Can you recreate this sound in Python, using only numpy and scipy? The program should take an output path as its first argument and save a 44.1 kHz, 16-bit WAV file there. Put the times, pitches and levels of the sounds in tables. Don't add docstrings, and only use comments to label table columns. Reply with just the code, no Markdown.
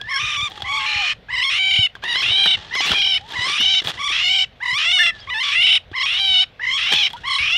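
import sys
import numpy as np
from scipy import signal
from scipy.fft import rfft, irfft
from scipy.io import wavfile
from scipy.ndimage import uniform_filter1d

SR = 44100
rng = np.random.default_rng(int(sys.argv[2]) if len(sys.argv) > 2 else 0)


def pcm_store(signal):
    levels = np.round(np.clip(np.atleast_2d(signal), -1, 1) * 32767)
    wavfile.write(sys.argv[1], SR, levels.astype(np.int16).T)


def how_loud(loudness_db):
    steps = np.asarray(loudness_db, float) / 20
    return 10 ** steps


N = 333837


def evened(x):
    return x / np.sqrt(np.mean(x ** 2) + 1e-20)


def read(points, hz):
    f, value = np.transpose(points)
    return np.interp(np.log(hz + 1), np.log(f + 1), value)


def colour(x, points):
    gain = np.log(how_loud(read(points, abs(np.fft.fftfreq(4096, 1 / SR)))))
    taps = np.fft.ifft(np.exp(gain - 1j * signal.hilbert(gain).imag)).real[:2048]
    return signal.oaconvolve(x, taps)[:len(x)]


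def filtered(x, order, hz, kind):
    return signal.sosfilt(signal.butter(order, hz, kind, fs=SR, output="sos"), x)


def wander(hz):
    z = rfft(rng.standard_normal(N))
    return evened(irfft(z / (1 + (np.fft.rfftfreq(N, 1 / SR) / hz) ** 4), N))


def add(mix, s, sound):
    part = mix[max(round(s * SR), 0):][:len(sound)]
    part += sound[:len(part)]


def joined(tables, size=260):
    tables = sorted(tables, key=lambda rows: rows[0][0] + rows[-1][0])
    t = np.arange(N) / SR
    s, *columns = np.transpose([row for rows in tables for row in rows])
    s = np.maximum.accumulate(s)
    pauses = [(a[-1][0], b[0][0]) for a, b in zip(tables, tables[1:]) if b[0][0] - a[-1][0] > .045]
    paused = np.any([(t > a) & (t < b) for a, b in pauses], axis=0)
    held = (t >= s[0]) * (t <= s[-1]) * ~paused
    closing = signal.oaconvolve(1. * held, np.ones(size) / size)[:N]
    gate = uniform_filter1d(np.maximum(held, closing), size=300)
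    return *(np.interp(t, s, c) for c in columns), gate


# (frequency [Hz], density [dB per Hz])
AIR = [(18, -21), (30, 2.5), (86, -1.5), (334, -21), (513, -14), (770, -17.5), (932, -23.5), (1180, -22),
       (3460, -21), (9000, -57), (11700, -77), (19800, -73)]


def air():
    frames, hz = N // 256 + 5, np.fft.rfftfreq(1024, 1 / SR)
    a, b, patches = rng.standard_normal((frames, 513, 3)).T
    patches = uniform_filter1d(patches, size=8, axis=0)
    patches = evened(uniform_filter1d(patches, size=12, axis=1))
    gusts = np.append(wander(9.0)[::256], np.zeros(5))[:frames] / (1 + (hz[:, None] / 300) ** 2)
    z = (a + 1j * b) * how_loud(read(AIR, hz)[:, None] + 1.8 * patches + 3.2 * gusts)
    return how_loud(-46) * evened(signal.istft(z, nperseg=1024, noverlap=768)[1][:N])


def hiss():
    return how_loud(-85) * evened(filtered(rng.standard_normal(N), 2, [8500, 16000], "band"))


# (start [s], end [s], pitch from [Hz], pitch to [Hz], level [dB])
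SHORT_WHINES = [(0.0, 0.113, 1602, 1904, -38), (0.11, 0.169, 1815, 1610, -28.5),
                (0.157, 0.191, 1600, 1650, -29), (2.592, 2.714, 810, 990, -54),
                (3.205, 3.311, 752, 1023, -47), (3.311, 3.354, 949, 861, -39),
                (4.972, 4.988, 1156, 1306, -35.5), (5.21, 5.255, 3315, 3290, -45),
                (5.189, 5.207, 4640, 4600, -45), (5.201, 5.223, 5220, 4980, -48),
                (7.134, 7.165, 913, 978, -31), (7.158, 7.195, 1360, 1490, -44)]
# (time [s], pitch [Hz], level [dB])
LONG_WHINES = [
    [(0.49, 726, -45), (0.53, 852, -50), (0.7, 791, -42), (0.73, 877, -37), (0.94, 842, -41),
     (1.01, 810, -32), (1.15, 500, -73)],
    [(4.986, 1532, -35), (4.995, 1765, -15), (5.025, 1828, -14.5), (5.04, 1700, -37), (5.104, 1794, -37),
     (5.16, 1763, -44), (5.28, 1548, -70)],
    [(1.424, 2446, -20.5), (1.436, 3145, -22), (1.447, 3515, -19), (1.456, 3380, -26), (1.464, 3150, -30)],
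]


def hawk():
    out, tremble = np.zeros(N), wander(75)
    for rows in LONG_WHINES + [[(a, f, db), (b, g, db)] for a, b, f, g, db in SHORT_WHINES]:
        s, hz, db = np.transpose(rows)
        t = np.arange(s[0], s[-1], 1 / SR)
        pitch = np.interp(t, s, hz) * (1 + 0.014 * tremble[round(s[0] * SR):][:len(t)])
        turn = 2 * np.pi * np.cumsum(pitch) / SR
        shrill = (np.mean(hz) / 1700) ** 2 * (np.mean(hz) < 2200)
        tone = np.sin(turn) + shrill * (how_loud(-17) * np.sin(2 * turn) + how_loud(-28) * np.sin(3 * turn))
        level = np.sqrt(2) * how_loud(np.interp(t, s, db) + 1.4 * tremble[-len(t):])
        add(out, s[0], level * tone * signal.windows.tukey(len(t), 0.0049 / (s[-1] - s[0])))
    return out


# (loudest [s], rise [s], fall [s], fizz [dB], body above its usual share [dB])
RUSTLES = [(0.04, 0.064, 0.13, -93, 6), (0.5, 0.28, 0.6, -72.5, -6), (2.18, 0.16, 0.62, -89.5, 19.5),
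           (2.5, .25, 0.11, -68, -1.5), (2.56, 0.013, 0.21, -76, -8.5), (2.781, .1, 0.062, -71.5, 2),
           (2.873, .05, 0.12, -48, -11.5), (3.068, 0.24, 0.21, -75.5, -2.5), (3.499, .3, 0.021, -58, -8.5),
           (3.585, 0.033, 0.18, -65.5, -9), (3.817, 0.0074, 0.022, -69.5, -5),
           (3.89, .06, 0.028, -46.5, -12.5), (3.942, 0.058, 0.092, -67, -5.5), (5.16, 0.035, 0.24, -92, 10),
           (6.93, 0.016, 0.026, -44.5, -11.5), (6.99, 0.0046, 0.25, -68, -10)]
# (frequency [Hz], density [dB per Hz])
LEAVES = [(88, -57), (150, -7.5), (487, -16), (569, -10.5), (1440, -12.5), (1880, -4.5), (2200, -15.5),
          (3360, -3), (4950, -18.5), (5670, -21), (15200, -56.5)]


def drags():
    edge_db = -12
    spared_db = -0.2 * edge_db
    return [[(s - rise, db + edge_db, body + spared_db),
             (s, db, body),
             (s + fall, db + edge_db, body + spared_db)]
            for s, rise, fall, db, body in RUSTLES]


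def rustle():
    fizz_db, body_db, gate = joined(drags())
    sizes = how_loud(2.5 * np.minimum(rng.exponential(1, N), 4))
    grains = sizes * (rng.random(N) < 1500 / SR) * rng.choice([-1, 1], N)
    scrape = 1.18 * rng.standard_normal(N)
    leaves = colour((evened(grains) + scrape) * how_loud(3 * wander(120)), LEAVES)
    fizz = evened(filtered(leaves, 4, 9000, "high"))
    body = evened(filtered(leaves, 4, 9000, "low"))
    return gate * how_loud(fizz_db) * (how_loud(4.0) * fizz + how_loud(body_db + 37.5) * body)


# (time [s], peak level [dB])
CRACKS = [(0.014, -19.5), (0.5753, -25.5), (0.6211, -14.5), (1.953, -35), (3.846, -31), (3.8724, -12.5),
          (3.8941, -22), (7.103, -25.5), (7.108, -26), (0.518, -27), (0.606, -28), (3.322, -22.5),
          (2.158, -12.5), (2.752, -16), (2.917, -11), (7.133, -25), (7.168, -29), (7.178, -34),
          (7.191, -41), (7.218, -40)]


def cracks():
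    out, t = np.zeros(N), np.arange(700) / SR
    ring_hz = LEAVES[np.argmax(np.transpose(LEAVES)[1])][0]
    ring = 0.98 * np.sin(2 * np.pi * ring_hz * t)
    splinters = rng.standard_normal((len(CRACKS), 700))
    for (s, db), noise in zip(CRACKS, splinters):
        add(out, s, how_loud(db - 60 * t / 0.024) * (ring + 0.43 * evened(colour(noise, LEAVES))))
    return out


# (start [s], end [s], effort at the end [dB], pitch after the attack [Hz], pitch at the end [Hz])
HIGH = [(0.069, 0.194, -21, 1071, 1147), (0.637, 0.79, -21, 1125, 1121), (1.284, 1.499, -20, 998, 1099),
        (2.024, 2.227, -20, 943, 1105), (2.707, 2.808, -19, 1030, 1120), (3.33, 3.48, -21, 980.3, 1073),
        (3.971, 4.12, -21, 1139, 1181), (4.601, 4.718, -20, 982, 1011), (5.27, 5.294, -21, 1211, 1233),
        (5.93, 6.056, -19, 1032, 1142), (6.593, 6.777, -19.5, 994, 1138), (7.234, 7.385, -19, 1083, 1048)]
# (start [dB per octave], end [dB per octave])
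HIGH_MOUTH = [(1.5, -9.5), (2, 4), (0.5, 4), (2, 3.5), (-4.5, -3.5), (2.5, -3), (-2.5, -2.5), (-3.5, 0.5),
              (-6, 12.5), (-2, -7), (5.5, 3.5), (-3, -3.5)]
# (start [dB], end [dB])
HIGH_RING = [(1.5, -8.5), (5.5, 5), (0.5, 5.5), (3, -4), (1.5, 10), (3.5, -8), (-4, 3), (2.5, 5), (-3, 2),
             (1.5, -3), (6, -8), (-1, -12)]
# (fundamental [dB], partials over 4 kHz [dB], shake of the folds [dB])
HIGH_TONE = [(1.5, 0.5, 0.26), (5.3, 1.3, 1.2), (1.5, 2, 1.13), (-1.7, -.6, 0.36), (1, 8, 0.43),
             (3.5, 3.2, 0.43), (0, 1, 0.96), (3.8, 5.5, -0.6), (2.5, -.6, 0.8), (-0.7, -.6, 1),
             (2.1, -5.3, 0.5), (-0.5, -2, 1.5)]
# (start [s], end [s], effort [dB], pitch from [Hz], pitch to [Hz])
HOARSE = [(0.2, 0.28, -23, 1186, 1203), (0.28, 0.37, -23, 1221, 1155), (0.79, 0.855, -23, 1071, 1070),
          (2.815, 2.865, -19.5, 1144, 1124), (3.48, 3.575, -21, 1131, 1190),
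          (5.43, 5.52, -20.5, 1154, 1110)]
# (start [s], end [s], effort [dB], pitch from [Hz], pitch to [Hz])
RESUMED = [(0.37, 0.465, -22, 1128, 1189), (4.72, 4.78, -20, 968, 1203), (5.303, 5.338, -24.5, 959.4, 1000),
           (5.342, 5.4, -22, 844, 911), (5.405, 5.43, -20, 1058, 987)]
# (start [s], end [s], effort [dB], upper line from [Hz], upper line to [Hz])
RASP = [(0.862, 1.115, -20.5, 1165, 1216), (1.5, 1.588, -19, 1227, 1501), (2.223, 2.313, -18, 1232, 1485),
        (2.87, 2.945, -21.5, 1298, 1579), (3.58, 3.603, -18.5, 1283, 1397), (4.121, 4.242, -19, 1250, 1415),
        (4.777, 4.858, -19, 1153, 1319), (5.515, 5.551, -18.5, 1153, 1293),
        (6.061, 6.197, -19.5, 1210, 1557), (6.778, 6.891, -20, 1236, 1488), (7.384, 7.519, -19, 1086, 1324)]
RASP_MOUTH = [.1, .1, .1, .1, .1, .1, .1, .1, .1, .1, .1]
# (two lowest partials [dB], upper partials [dB], shake of the folds [dB])
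RASP_TONE = [(3, -2.4, -3), (.6, 2.2, 0.7), (.6, 1.7, 0.76), (.6, 4, -0.3), (.6, -1, 0.36), (.6, -1.8, .6),
             (5, 0.5, -0.5462), (.6, 0, .6), (3, -1.9, .6), (3, -4.3, .6), (5, -3.5, -0.55)]
# (top [s], end [s], effort [dB], top pitch [Hz], end pitch [Hz])
LOW = [(1.768, 1.853, -15, 771, 737.7), (2.395, 2.54, -14.5, 789.6, 752),
       (2.991, 3.164, -16.5, 800.3, 742.5), (3.645, 3.789, -15, 774, 746.6), (4.352, 4.429, -16, 781, 759),
       (4.932, 5.089, -15.5, 741, 670.5), (5.65, 5.762, -13, 754, 728), (6.385, 6.423, -13.5, 731.8, 752.4),
       (6.962, 7.064, -16, 858, 783.5), (7.555, 7.566, -16, 699, 727)]
LOW_ROUGH = [.11, .15, .17, .17, .15, .16, .22, .16, .29, .22]
# (start [dB per octave], top [dB per octave], end [dB per octave])
LOW_MOUTH = [(-0.5, 0.5, 2.5), (5.5, -2, -1.5), (-5, -1, -3.5), (7, 0, 3), (0.5, -1, 0), (-4.5, 1, -6),
             (-6, 1.5, 0.5), (-1, -2, 0.5), (-10, 2.5, 3.5), (3, -10.5, -2)]
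# (start [dB], end [dB])
LOW_RING = [(5, -2.5), (1.5, -3.5), (9, -6), (0.5, 0), (4, 0), (2, -2), (5.5, -1), (-0.5, -6.5), (-7.5, -2),
            (4.5, 1)]
# (two lowest partials [dB], upper partials [dB], shake of the folds [dB])
LOW_TONE = [(.6, .6, -1.1), (.6, -0.0089, -0.7), (.6, 1, 0.22), (.6, 0.26, 0.5), (.6, 0.93, -0.8),
            (.6, 0.092, -1.5), (.6, 0.23, 2), (.6, 0.36, -2.5), (.6, -2.5, -1.7), (.6, 0.21, -1)]


def high_note(note, mouth, ring, tone):
    start, end, db, f, g = note
    attack_s, swell_s, rough = .03, 0.099, 0.18
    swell_hz = np.interp(start + attack_s, [start + attack_s, end], [f, g])
    opening = (rough, 1, mouth[0], ring[0], *tone)
    return [(start + .004, db - 14.5, .82 * f, *opening),
            (start + attack_s, db - 4.5, f, *opening),
            (min(start + swell_s, end), db, swell_hz, *opening),
            (end, db, g, rough, 1, mouth[1], ring[1], *tone)]


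def rasp_note(note, mouth, tone):
    start, end, db, f, g = note
    manner = (0.56, 0, mouth, 0, *tone)
    return [(start, db - 0.5, f / 2, *manner), (end, db + 0.5, g / 2, *manner)]


def low_note(rasp, note, rough, mouth, ring, tone):
    top, end, db, f, g = note
    return [(rasp[1], rasp[2] + 2, rasp[-1] / 2, rough, 0, mouth[0], ring[0], *tone),
            (top, db, f, rough, 0, mouth[1], np.mean(ring), *tone),
            (end, db, g, rough, 0, mouth[2], ring[1], *tone)]


def screams():
    parts = [high_note(*row) for row in zip(HIGH, HIGH_MOUTH, HIGH_RING, HIGH_TONE)]
    for table, rough, shake_db in (RESUMED, 0.18, -4), (HOARSE, 0.54, -1.5):
        manner = (rough, 1, 0, 0, 0, 0, shake_db)
        parts += [[(a, db, f, *manner), (b, db, g, *manner)] for a, b, db, f, g in table]
    parts += [rasp_note(*row) for row in zip(RASP, RASP_MOUTH, RASP_TONE)]
    lows = zip(RASP[1:], LOW, LOW_ROUGH, LOW_MOUTH, LOW_RING, LOW_TONE)
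    return parts + [low_note(*row) for row in lows]


# (time [s], pitch drop [share])
SLIPS = [(0.129, 0.121), (0.182, 0.0941), (0.412, 0.0657), (0.666, 0.073), (0.676, 0.0642), (0.727, 0.0775),
         (1.312, 0.0683), (1.32, 0.0897), (1.373, 0.0538), (1.408, 0.099), (1.713, 0.0656), (1.74, 0.0702),
         (1.764, 0.0702), (2.068, 0.0915), (2.134, 0.0888), (2.206, 0.0647), (2.477, 0.0657),
         (2.512, 0.071), (2.733, 0.086), (2.804, 0.074), (3.02, 0.0963), (3.048, 0.0678), (3.401, 0.0764),
         (3.473, 0.0554), (3.629, 0.047), (3.659, 0.0781), (3.682, 0.0564), (3.75, 0.066), (4.024, 0.091),
         (4.082, 0.1027), (4.103, 0.085), (4.312, 0.056), (4.332, 0.0634), (4.361, 0.0665), (4.388, 0.0769),
         (4.648, 0.1544), (4.67, 0.0706), (4.915, 0.0828), (5.035, 0.053), (5.065, 0.061), (5.631, 0.059),
         (5.669, 0.1043), (5.692, 0.0904), (5.992, 0.1148), (6.024, 0.0898), (6.623, 0.0883), (6.66, 0.102),
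         (6.769, 0.0542), (6.903, 0.0485), (6.936, 0.0577), (6.96, 0.06), (6.986, 0.0478), (7.028, 0.0737),
         (7.036, 0.0708), (7.051, 0.063), (7.064, 0.0623), (7.291, 0.122), (7.327, 0.101), (7.349, 0.068),
         (7.376, 0.049),
         (1.36, 0.0498), (1.391, 0.0599), (1.79, 0.0596), (1.827, .04), (1.842, 0.0412), (2.376, .04),
              (2.541, 0.0494), (2.985, 0.0497), (3.07, .04), (3.145, .05), (4.261, .05), (4.284, .07),
              (4.409, 0.044), (4.988, .05), (6.349, .04), (6.391, .04), (7.263, .07)]


def lurches():
    out, t = np.zeros(N), np.arange(-SR // 200, SR // 30) / SR
    shape = np.where(t < 0, np.exp(-(t / .0016) ** 2), np.exp(-(abs(t) / .006) ** 1.4))
    for s, drop in SLIPS:
        add(out, s + t[0], 1.15 * drop * shape)
    return out


def slips(shake):
    flutter_hz, flutter_depth, slip_chance, slip_drop = 80.86, 0.057, .03, 0.028
    beat = np.cumsum(flutter_hz * (1 + .1 * wander(15))) / SR
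    flutter = uniform_filter1d(np.exp(-(beat % 1) / 0.32), size=130) - .3
    depth = shake * flutter_depth * np.clip(1.1 + .5 * wander(34), 0, 4)
    limp = np.clip(0.3 * (1 + wander(2.5)), 0, 1) * np.cos(np.pi * beat)
    t = np.arange(-SR // 200, SR // 50) / SR
    shape = np.where(t < 0, np.exp(-(t / .0022) ** 2), np.exp(-(t / .004) ** 2))
    chance = (np.diff(beat // 1, prepend=0) > 0) * (rng.random(N) < slip_chance) * slip_drop
    return depth * flutter * (1 + limp) + signal.oaconvolve(chance, shape)[SR // 200:][:N]


# (frequency [Hz], gain [dB])
THROAT = [(400, -44.5), (800, -29), (1100, -10), (1500, -13), (2100, -7.5), (3000, -1), (3800, -5),
          (4400, -17), (4900, -21), (5400, -16.5), (6200, -30.5), (8000, -39), (9500, -38), (10600, -53),
          (15000, -61)]
# (frequency [Hz], gain [dB])
BREATH = [(1000, -0.5), (2000, 3.5), (2900, -2), (3900, -11.5), (6000, 8.5), (11000, -0.5), (15000, -35)]
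HIGH_FOLDS_DB = [9.9, 8.2, 1.5, 1.15, 6.1]
LOW_FOLDS_DB = [8.5, -5, 4, 9, 6]


def rabbit():
    effort_db, hz, rough, high, mouth_db, ring_db, root_db, upper_db, shake_db, gate = joined(
        screams(), size=800)
    mouth_db = mouth_db - 7 * (1 - gate)
    effort_db, mouth_db, ring_db = uniform_filter1d([effort_db, mouth_db, ring_db], size=400)
    rough = np.clip(uniform_filter1d(rough + .25 * (1 - gate), size=500), 0, 1)
    low = 1 - high

    lurch = lurches()
    shaken_db = 0.304 * (effort_db + 18) + 43 * (2.0 - high) * np.clip(rough - .2, 0, .3) * (rough < .4)
    slip = lurch + slips(how_loud(shake_db)) * how_loud(shaken_db)
    bright_db = high * (2.0 * (np.maximum(effort_db, -27) + 26.0) + 40 * np.log2(hz / 1130))
    jitter = 0.017 * high * wander(70.5) + 0.00789 * wander(110.0)
    jitter += 0.01206 * high * wander(276) + 0.1445 * rough ** 2 * wander(515)
    sag = .13 * (1 - gate) ** 3
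    turns = np.cumsum(1.012 * hz * (1 - slip - sag + how_loud(shake_db) * jitter)) / SR

    folds, patches, smear = np.zeros(N), wander(148), wander(200)
    drift = wander(1.24)
    for k in range(1, 19):
        j = min(k, len(LOW_FOLDS_DB)) - 1
        shift = k * N // 20
        line_hz = k * hz
        db = high * HIGH_FOLDS_DB[j] + low * LOW_FOLDS_DB[j]
        db += bright_db * np.clip(np.log2(line_hz / 2500), -.4, .6)
        db += ring_db * (k == 3 - high)
        db += mouth_db * np.clip(np.log2(line_hz / 2800), -.5, .5)
        nasal_octaves = np.log2(line_hz * (1 - slip - sag) / 2000)
        db += 6 * np.maximum(high, 1 - gate) * np.exp(-.5 * (nasal_octaves / 0.04) ** 2)
        patchy_db = 1.12 + 0.11 * k + 0.73 * high * (k > 2) + 0.56 * rough
        db += patchy_db * np.roll(patches, shift) + (0.69 + 0.53 * k) * np.roll(drift, shift)
        db -= high * 7 * np.clip(np.log2(line_hz / 8500), 0, 2)
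        db -= 6 * (k == 1) * low * np.clip((rough - .3) / .2, 0, 1)
        db += root_db * (k <= 2 - high) + upper_db * (k > 5 - 2 * high)
        db -= 2 * (k == 6) * low
        db -= 50 * high * lurch * (k > 3) + 60 * high * slip * (k == 1)
        phase = .6 * k + .15 * k ** 2 + (line_hz / 7400) ** 3 * np.roll(smear, shift)
        folds += how_loud(db) * np.cos(2 * np.pi * k * turns + phase) * (line_hz < 16000)
    folds *= 1 + 1.4 * rough ** 2 * high * (1 + 0.27 * wander(44)) * np.cos(np.pi * turns)

    puffs = (.4 + np.exp(-(turns % 1) / .3)) * rng.standard_normal(N) * how_loud(2.5 * wander(120))
    shriek_hz = 2730 + 296.6 * wander(25)
    shriek = np.cos(2 * np.pi * np.cumsum(shriek_hz) / SR) * wander(200)
    puffs = evened(colour(puffs, BREATH)) + how_loud(-3.7 - 7) * np.clip(2 * rough, 0, 1) * shriek
    share = np.clip(.025 + 1.25 * rough ** 2, 0, 1)
    voice = colour(np.sqrt(1 - share ** 2) * evened(folds) + share * evened(puffs), THROAT)
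    voice *= how_loud(-12 * slip * high)
    voice /= np.sqrt(abs(uniform_filter1d(voice ** 2, size=1800)) + 1e-12)
    burst_db = 36 * (0.5 - high) * (lurch - uniform_filter1d(lurch, size=1800))
    return how_loud(effort_db + burst_db) * abs(gate) ** 0.32 * voice


# (time [s], peak level [dB], pitch [Hz])
BUMPS = [(0.239, -24.5, 110), (0.427, -22.5, 102), (0.632, -26.5, 100), (0.958, -24.5, 91),
         (1.789, -12.5, 104), (2.301, -22, 96.5), (2.905, -21, 219), (2.916, -21, 86), (3.388, -22, 106.9),
         (3.6, -25.5, 232.3), (3.854, -23.5, 126.6), (4.729, -29, 121.4), (5.916, -27, 103.6),
         (6.922, -44, 154.2), (7.403, -23.5, 73.96)]


def bumps():
    out, t = np.zeros(N), np.arange(4000) / SR
    for s, db, hz in BUMPS:
        add(out, s, how_loud(db - 60 * t / 0.059) * np.sin(2 * np.pi * hz * t) * (1 - np.exp(-t / 0.001)))
    return out


# (time [s], peak level [dB])
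TICKS = [(0.4996, -49.5), (0.569, -60), (0.6189, -62), (1.9519, -63.5), (2.0377, -44), (2.1574, -50),
         (2.2214, -43.5), (2.4417, -41), (2.4572, -38.5), (2.7505, -44), (2.8044, -49), (2.8643, -36.5),
         (2.8794, -41.5), (2.8944, -42.5), (2.9164, -38), (3.291, -59.5), (3.3199, -47), (3.4594, -56.5),
         (3.6076, -37), (3.8436, -45), (3.8655, -41), (3.88, -36), (3.8944, -39), (5.0074, -52.5),
         (5.0149, -41.5), (6.924, -36.5), (6.9394, -34.5), (7.1017, -57), (7.1311, -45)]


def ticks():
    out, t = np.zeros(N), np.arange(200) / SR
    noise = rng.standard_normal((len(TICKS), 200)) * how_loud(-60 * t / .004)
    for (s, db), burst in zip(TICKS, filtered(noise, 2, 7000, "high")):
        add(out, s, how_loud(db + 14) * burst / abs(burst).max())
    return out


# (time [s], peak level [dB], ring [Hz], sharp tick [dB])
SNAPS = [(0.519, -29.5, 825, -76), (0.577, -26.5, 1170, -47), (0.603, -30, 835, -77),
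         (1.238, -52, 987, -70), (1.953, -22.5, 1602, -50), (1.966, -32, 1061, -66),
         (2.038, -17.5, 1010, -36), (2.107, -31, 940, -62), (2.157, -15, 1580, -60),
         (2.222, -19.5, 1530, -47), (2.459, -11, 1494, -29.5), (2.752, -23, 1500, -35),
         (2.805, -18, 900, -31.5), (2.864, -50, 1135, -46.5), (2.916, -12, 1390, -27.5),
         (2.935, -14.5, 1040, -36), (3.065, -26.5, 890, -52), (3.609, -18.5, 1638, -35),
         (3.819, -28.5, 312, -44), (4.102, -38, 1144, -38.5), (5.915, -25, 285, -52),
         (7.105, -38, 1430, -67)]


def snaps():
    out, t = np.zeros(N), np.arange(900) / SR
    noise = rng.standard_normal((len(SNAPS), 900))
    for (s, db, hz, tick_db), crack in zip(SNAPS, noise):
        wood = np.sin(2 * np.pi * hz * t) * how_loud(db - 60 * t / 0.018)
        bright = colour(crack * how_loud(-60 * t / 0.067), LEAVES)
        add(out, s, wood + how_loud(tick_db + 19) * bright / abs(bright).max())
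    return out


def brush(x):
    t = np.arange(12000) / SR
    decay = how_loud(-60 * t / 0.011) + how_loud(-28.0 - 60 * t / 0.15)
    tail = rng.standard_normal(12000) * decay * (t > .002)
    return x + how_loud(-11) * signal.oaconvolve(x, tail / np.linalg.norm(tail))[:N]


def scene():
    in_brush = rabbit() + hawk() + rustle() + snaps() + cracks() + ticks()
    return (brush(in_brush) + bumps() + air() + hiss())[None]


def low_pass(x):
    return signal.sosfilt(signal.butter(12, 15330, fs=SR, output="sos"), x)


def record(dry):
    cut = filtered(dry, 2, 52, "high")
    return low_pass(cut)


dry = scene()
out = record(dry)
pcm_store(out)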